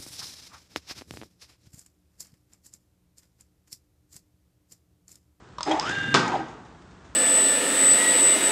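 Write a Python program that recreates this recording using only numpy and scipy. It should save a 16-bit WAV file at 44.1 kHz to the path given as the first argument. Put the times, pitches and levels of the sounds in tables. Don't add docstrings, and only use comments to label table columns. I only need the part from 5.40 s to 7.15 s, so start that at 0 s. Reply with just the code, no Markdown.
import sys
import numpy as np
from scipy import signal
from scipy.fft import rfft, irfft
from scipy.io import wavfile
from scipy.ndimage import uniform_filter1d

SR = 44100
rng = np.random.default_rng(int(sys.argv[2]) if len(sys.argv) > 2 else 0)


def pcm_store(signal):
    levels = np.round(np.clip(np.atleast_2d(signal), -1, 1) * 32767)
    wavfile.write(sys.argv[1], SR, levels.astype(np.int16).T)


N = 77175
T = np.arange(N) / SR


def amp(db):
    return 10 ** (np.asarray(db) / 20)


def unit(x):
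    return x / np.sqrt(np.mean(x ** 2) + 1e-20)


def read(points, hz):
    f, value = np.transpose(points)
    return np.interp(np.log(hz + 1), np.log(f), value)


def envelope(points, outside_db=None):
    return amp(np.interp(T, *np.transpose(points), left=outside_db, right=outside_db))


def add(mix, start_s, sound):
    part = mix[round(start_s * SR):][:len(sound)]
    part += sound[:len(part)]


def noise(spectrum):
    gain = amp(read(spectrum, np.fft.rfftfreq(N, 1 / SR)))
    return unit(irfft(rfft(rng.standard_normal(N)) * gain, N))


def drift(hz):
    rolloff = 1 + (np.fft.rfftfreq(N, 1 / SR) / hz) ** 4
    return unit(irfft(rfft(rng.standard_normal(N)) / rolloff, N))


def sine(angle):
    return np.sin(angle + 2 * np.pi * rng.random())


def fade(t60_s, t=T):
    return np.exp(-np.log(1000) * t / t60_s)


def ring(modes, rise_s):
    tones = sum(amp(db) * fade(t60_s) * sine(2 * np.pi * hz * T) for hz, db, t60_s in modes)
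    return (1 - np.exp(-T / rise_s)) * tones


def highpass(x, hz):
    return signal.lfilter(*signal.butter(2, hz, "high", fs=SR), x)


# frequency in Hz, t60 in seconds.
ROOM_DECAY = [(100, 1.28), (400, 1.12), (1200, 0.92), (3000, 0.6525), (8000, .5)]

def room(x, wet_db):
    hz, t, bands = signal.stft(rng.standard_normal(SR), SR, nperseg=256)
    tail = signal.istft(bands * fade(read(ROOM_DECAY, hz)[:, None], t), SR, nperseg=256)[1]
    tail *= np.clip(np.arange(len(tail)) / SR / 0.0027, 0, 1) ** 2
    return x + amp(wet_db) * signal.fftconvolve(x, tail / np.linalg.norm(tail))[:N]


# frequency in Hz, density in dB.
HUM_SPECTRUM = [(25, -33), (45, -6), (58, 4), (78, -2), (110, -5.5), (170, -2.5), (230, -11), (380, -10),
                (560, -18), (1030, -15), (1600, -19), (2300, -30.5), (4500, -33), (8000, -36.5),
                (10000, -56)]

def hum(level_db=-49.5):
    return amp(level_db) * noise(HUM_SPECTRUM)


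# frequency in Hz, density in dB.
RUMBLE_SPECTRUM = [(25, -18), (60, -26.5), (120, 1.5), (170, -9.5), (240, -5), (400, -21), (900, -45.5)]
# time in seconds, level in dB.
RUMBLE_ENVELOPE = [(.3, -72), (.44, -55), (.5, -35), (.55, -44.5), (.59, -38), (.65, -42), (.705, -35),
                   (.76, -34.5), (.85, -55), (1.0, -66)]

def rumble():
    return envelope(RUMBLE_ENVELOPE) * noise(RUMBLE_SPECTRUM)


# frequency in Hz, density in dB.
RATTLE_SPECTRUM = [(30, -44), (70, -32), (130, -3.5), (330, -1.5), (550, -6.5), (900, -14.5), (1350, -1),
                   (2200, -8.5), (3300, -7.5), (5000, -18), (7500, -19.5), (10000, -36.5)]
# time in seconds, level in dB.
RATTLE_ENVELOPE = [(.25, -63), (.275, -35), (.33, -41), (.37, -42.5), (.43, -37.5), (.5, -37), (.57, -39.5),
                   (.72, -44), (.8, -34.5), (.88, -42.5), (.98, -44), (1.02, -51.5), (1.2, -63.5)]

def rattle(coil_angle, throb_db=2, grain_db=3):
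    grains = noise(RATTLE_SPECTRUM) * amp(throb_db * np.sin(coil_angle) + grain_db * drift(250))
    return envelope(RATTLE_ENVELOPE) * unit(grains)


# start in seconds, level in dB.
FRAME_JOLTS = [(.288, -18), (.982, -24)]
# frequency in Hz, level in dB, t60 in seconds.
FRAME_MODES = [(319, 0, .22), (399, -10, .2)]

def frame():
    out = np.zeros(N)
    for start_s, db in FRAME_JOLTS:
        add(out, start_s, amp(db) * ring(FRAME_MODES, rise_s=0.011))
    return room(out, wet_db=-13)


# start in seconds, relative level in dB, t60 in seconds.
WIRE_SLAPS = [(0.275, -43, 0.014), (0.311, -29, 0.056), (0.4922, -25, 0.026), (0.517, -39, .015),
              (0.877, -29, 0.034), (1.081, -54.5, 0.2), (1.248, -58.5, 0.12), (1.42, -50, 0.02),
              (1.508, -55, .05), (1.642, -61, 0.29)]
# frequency in Hz, density in dB.
SLAP_SPECTRUM = [(30, -27.5), (200, -32.5), (900, 7), (2000, 0), (2900, -3.5), (3250, -12.5), (3600, -1),
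                 (4400, -8.5), (6600, -4.5), (10000, -25)]

def wire_slaps(rise_s=0.0027):
    out = np.zeros(N)
    attack = 1 - np.exp(-T / rise_s)
    for start_s, db, t60_s in WIRE_SLAPS:
        add(out, start_s, 2 * amp(db) * noise(SLAP_SPECTRUM) * fade(t60_s) * attack)
    return room(out, wet_db=-3)


def wire_squeak(start_s=.307, length_s=.024, hz=3240, level_db=-27, wander=0.023):
    out = np.zeros(N)
    swell = np.sin(np.pi * np.minimum(T / length_s, 1))
    phase = 2 * np.pi * np.cumsum(hz * (1 + wander * drift(300))) / SR
    add(out, start_s, amp(level_db) * swell * np.sin(phase))
    return out


# start in seconds, then knock, snap and tick levels in dB.
SWITCH_CLICKS = [(0.1839, -24.5, -37, -39), (0.2074, -23, -28.5, -34.5), (0.2306, -43.5, -10.5, -31.5),
                 (0.3969, -45, -11, -30.5)]
# frequency in Hz, level in dB, t60 in seconds.
LEVER_MODES = [(617, -14, 0.054), (973, -3, 0.042), (1130, 4.5, 0.016), (1450, -8.5, .016)]
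SPRING_MODES = [(3570, -13, 0.0094), (4850, -4.5, 0.01), (5178, 0, 0.0076), (5460, -8, 0.0047),
                (6330, -10.5, 0.0094), (7570, -13, .007), (8440, -23.5, 0.014)]
# frequency in Hz, density in dB.
TICK_SPECTRUM = [(80, -22), (300, -10), (1300, -5), (2300, -4.5), (4000, 2), (5500, -3), (7500, -14.5),
                 (10000, -32)]

def switch(rise_s=0.00035):
    out = np.zeros(N)
    for start_s, knock_db, snap_db, tick_db in SWITCH_CLICKS:
        knock = amp(knock_db) * ring(LEVER_MODES, rise_s)
        snap = amp(snap_db) * ring(SPRING_MODES, rise_s)
        tick = amp(tick_db) * noise(TICK_SPECTRUM) * fade(t60_s=0.043)
        add(out, start_s, knock + snap + tick)
    return room(out, wet_db=-5)


# start in seconds, relative level in dB, low-pass edge in Hz.
CLUNK_BLOWS = [(0.7424, 0, 9000), (.746, -3, 6000), (0.7491, 1.5, 2200), (.7528, -12, 1800),
               (.756, -2, 3500), (0.7662, -3.5, 2200)]
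# frequency in Hz, density in dB.
CLUNK_SPECTRUM = [(30, -49), (70, -40), (110, -9.5), (180, 2.5), (400, 0.5), (560, -2.5), (950, -2),
                  (1330, 5.5), (2100, -2.5), (3600, -4.5), (5200, -4.5), (7500, -11), (10000, -29.5)]
# frequency in Hz, level in dB, t60 in seconds.
PANEL_MODES = [(186.3, -29, 0.58), (243.2, -24, 0.4), (298, -28, 0.57), (390, -21.5, .3),
               (1219, -23.5, 0.18), (1257, -27, 0.39), (1643, -25.5, 0.31), (1743.2, -52, 0.083),
               (2440, -35, 0.17), (3500, -21, 0.15), (4790, -32, 0.25)]

def clunk(blow_db=-12, shake_db=-20.5):
    blows, case = np.zeros(N), np.zeros(N)
    for start_s, db, edge_hz in CLUNK_BLOWS:
        burst = noise(CLUNK_SPECTRUM) * fade(t60_s=.036)
        blow = signal.lfilter(*signal.butter(1, edge_hz, fs=SR), burst)
        add(blows, start_s, amp(blow_db + db) * blow)
    panels = ring(PANEL_MODES, rise_s=0.0075)
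    shake = amp(shake_db) * noise(CLUNK_SPECTRUM) * fade(t60_s=0.29)
    add(case, CLUNK_BLOWS[0][0], panels + shake)
    return room(blows, wet_db=-3.5) + case


RIPPLE_ORDERS = [26, 34, 48]
RIPPLE_DB = [-2, -2, -8]
# frequency in Hz, density in dB.
GRIND_SPECTRUM = [(100, -19), (330, 0.5), (520, -12.5), (800, 4), (1200, -19.5), (1900, -11.5), (4000, -32),
                  (10000, -47)]
# time in seconds, level in dB.
GROWL_ENVELOPE = [(.258, -42), (.264, -28.5), (.285, -27), (.305, -32), (.31, -23), (.333, -27),
                  (.38, -27.5), (.44, -64), (.53, -52), (.76, -72), (.86, -45), (.915, -34), (.926, -28),
                  (.96, -29.5), (.98, -40), (1.01, -34), (1.025, -70)]

def growl(shaft_angle, edge_hz=937, grind_db=-5):
    ripple = sum(amp(db) * sine(order * shaft_angle) for order, db in zip(RIPPLE_ORDERS, RIPPLE_DB))
    ripple = signal.sosfilt(signal.butter(6, edge_hz, fs=SR, output="sos"), ripple)
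    grind = amp(grind_db) * noise(GRIND_SPECTRUM)
    return envelope(GROWL_ENVELOPE, outside_db=-120) * (ripple + grind)


START_S, FULL_S, BRAKE_S, STOP_S = .258, .512, .757, 1.022
WHINE_ORDERS = [3, 4, 8, 12, 16, 17, 19, 20, 24, 28, 32, 36]
WHINE_CRUISE_DB = [-53.5, -61, -59, -73, -31.5, -43.5, -58, -53.5, -64.5, -43, -59, -47]
WHINE_RAMP_DB = [-67, -43.5, -48.5, -50.5, -31, -34.5, -45, -54.5, -53.5, -63.5, -56, -46]
# share of full speed, gain in dB.
WHINE_BY_SPEED = [(.2, -24), (.5, -6.5), (.7, -4), (1, 3)]

def whine(speed, torque, shaft_angle, coil_angle, flutter_db_per_order=.11, rough_db=1.5):
    lines = np.zeros(N)
    for order, cruise_db, ramp_db in zip(WHINE_ORDERS, WHINE_CRUISE_DB, WHINE_RAMP_DB):
        line_db = cruise_db + (ramp_db - cruise_db) * torque
        flutter_db = flutter_db_per_order * order * sine(coil_angle)
        lines += amp(line_db + flutter_db + rough_db * drift(hz=90)) * sine(order * shaft_angle)
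    take_up_s, let_go_s = .03, 0.0145
    gate = np.clip((T - START_S) / take_up_s, 0, 1) * np.clip((STOP_S - T) / let_go_s, 0, 1)
    return gate * amp(np.interp(speed, *np.transpose(WHINE_BY_SPEED))) * lines


TOP_HZ, GEAR_RATIO = 100.0, 4.0
# centre in Hz, width in Hz, gain in dB.
CABINET_MODES = [(314, 12, 9), (392, 27, 6), (630, 40, -6), (786, 53, 2.5), (856, 89, 2.5),
                 (1155, 25, -11.5), (1975, 62, 1), (3200, 55, -3.5)]

def motor(speed, coil_angle, wobble=.0062, jitter=0.0143):
    torque = uniform_filter1d(1. * (speed < 1), size=1300)
    shaft_hz = TOP_HZ * speed * (1 + wobble * np.sin(coil_angle) + jitter * torque * drift(80))
    shaft_angle = 2 * np.pi * np.cumsum(shaft_hz) / SR
    drive = highpass(whine(speed, torque, shaft_angle, coil_angle) + growl(shaft_angle), hz=328)
    cabinet = sum(amp(db) * signal.lfilter(*signal.iirpeak(hz, hz / width_hz, SR), drive)
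                  for hz, width_hz, db in CABINET_MODES)
    return room(drive + cabinet, wet_db=-13)


def scene():
    speed = np.interp(T, [START_S, FULL_S, BRAKE_S, STOP_S], [0, 1, 1, 0])
    coil_angle = 2 * np.pi * np.cumsum(speed) * TOP_HZ / GEAR_RATIO / SR
    machine = motor(speed, coil_angle) + frame() + switch() + clunk() + wire_slaps() + wire_squeak()
    machine = highpass(machine, hz=110)
    coil = room(rattle(coil_angle) + rumble(), wet_db=-7)
    return (machine + coil + hum())[None]


def record(dry):
    lowpass = signal.firwin(511, 9800, window=("kaiser", 9), fs=SR)
    return signal.oaconvolve(highpass(dry, hz=60), lowpass[None], "same")


dry = scene()
out = record(dry)
pcm_store(out)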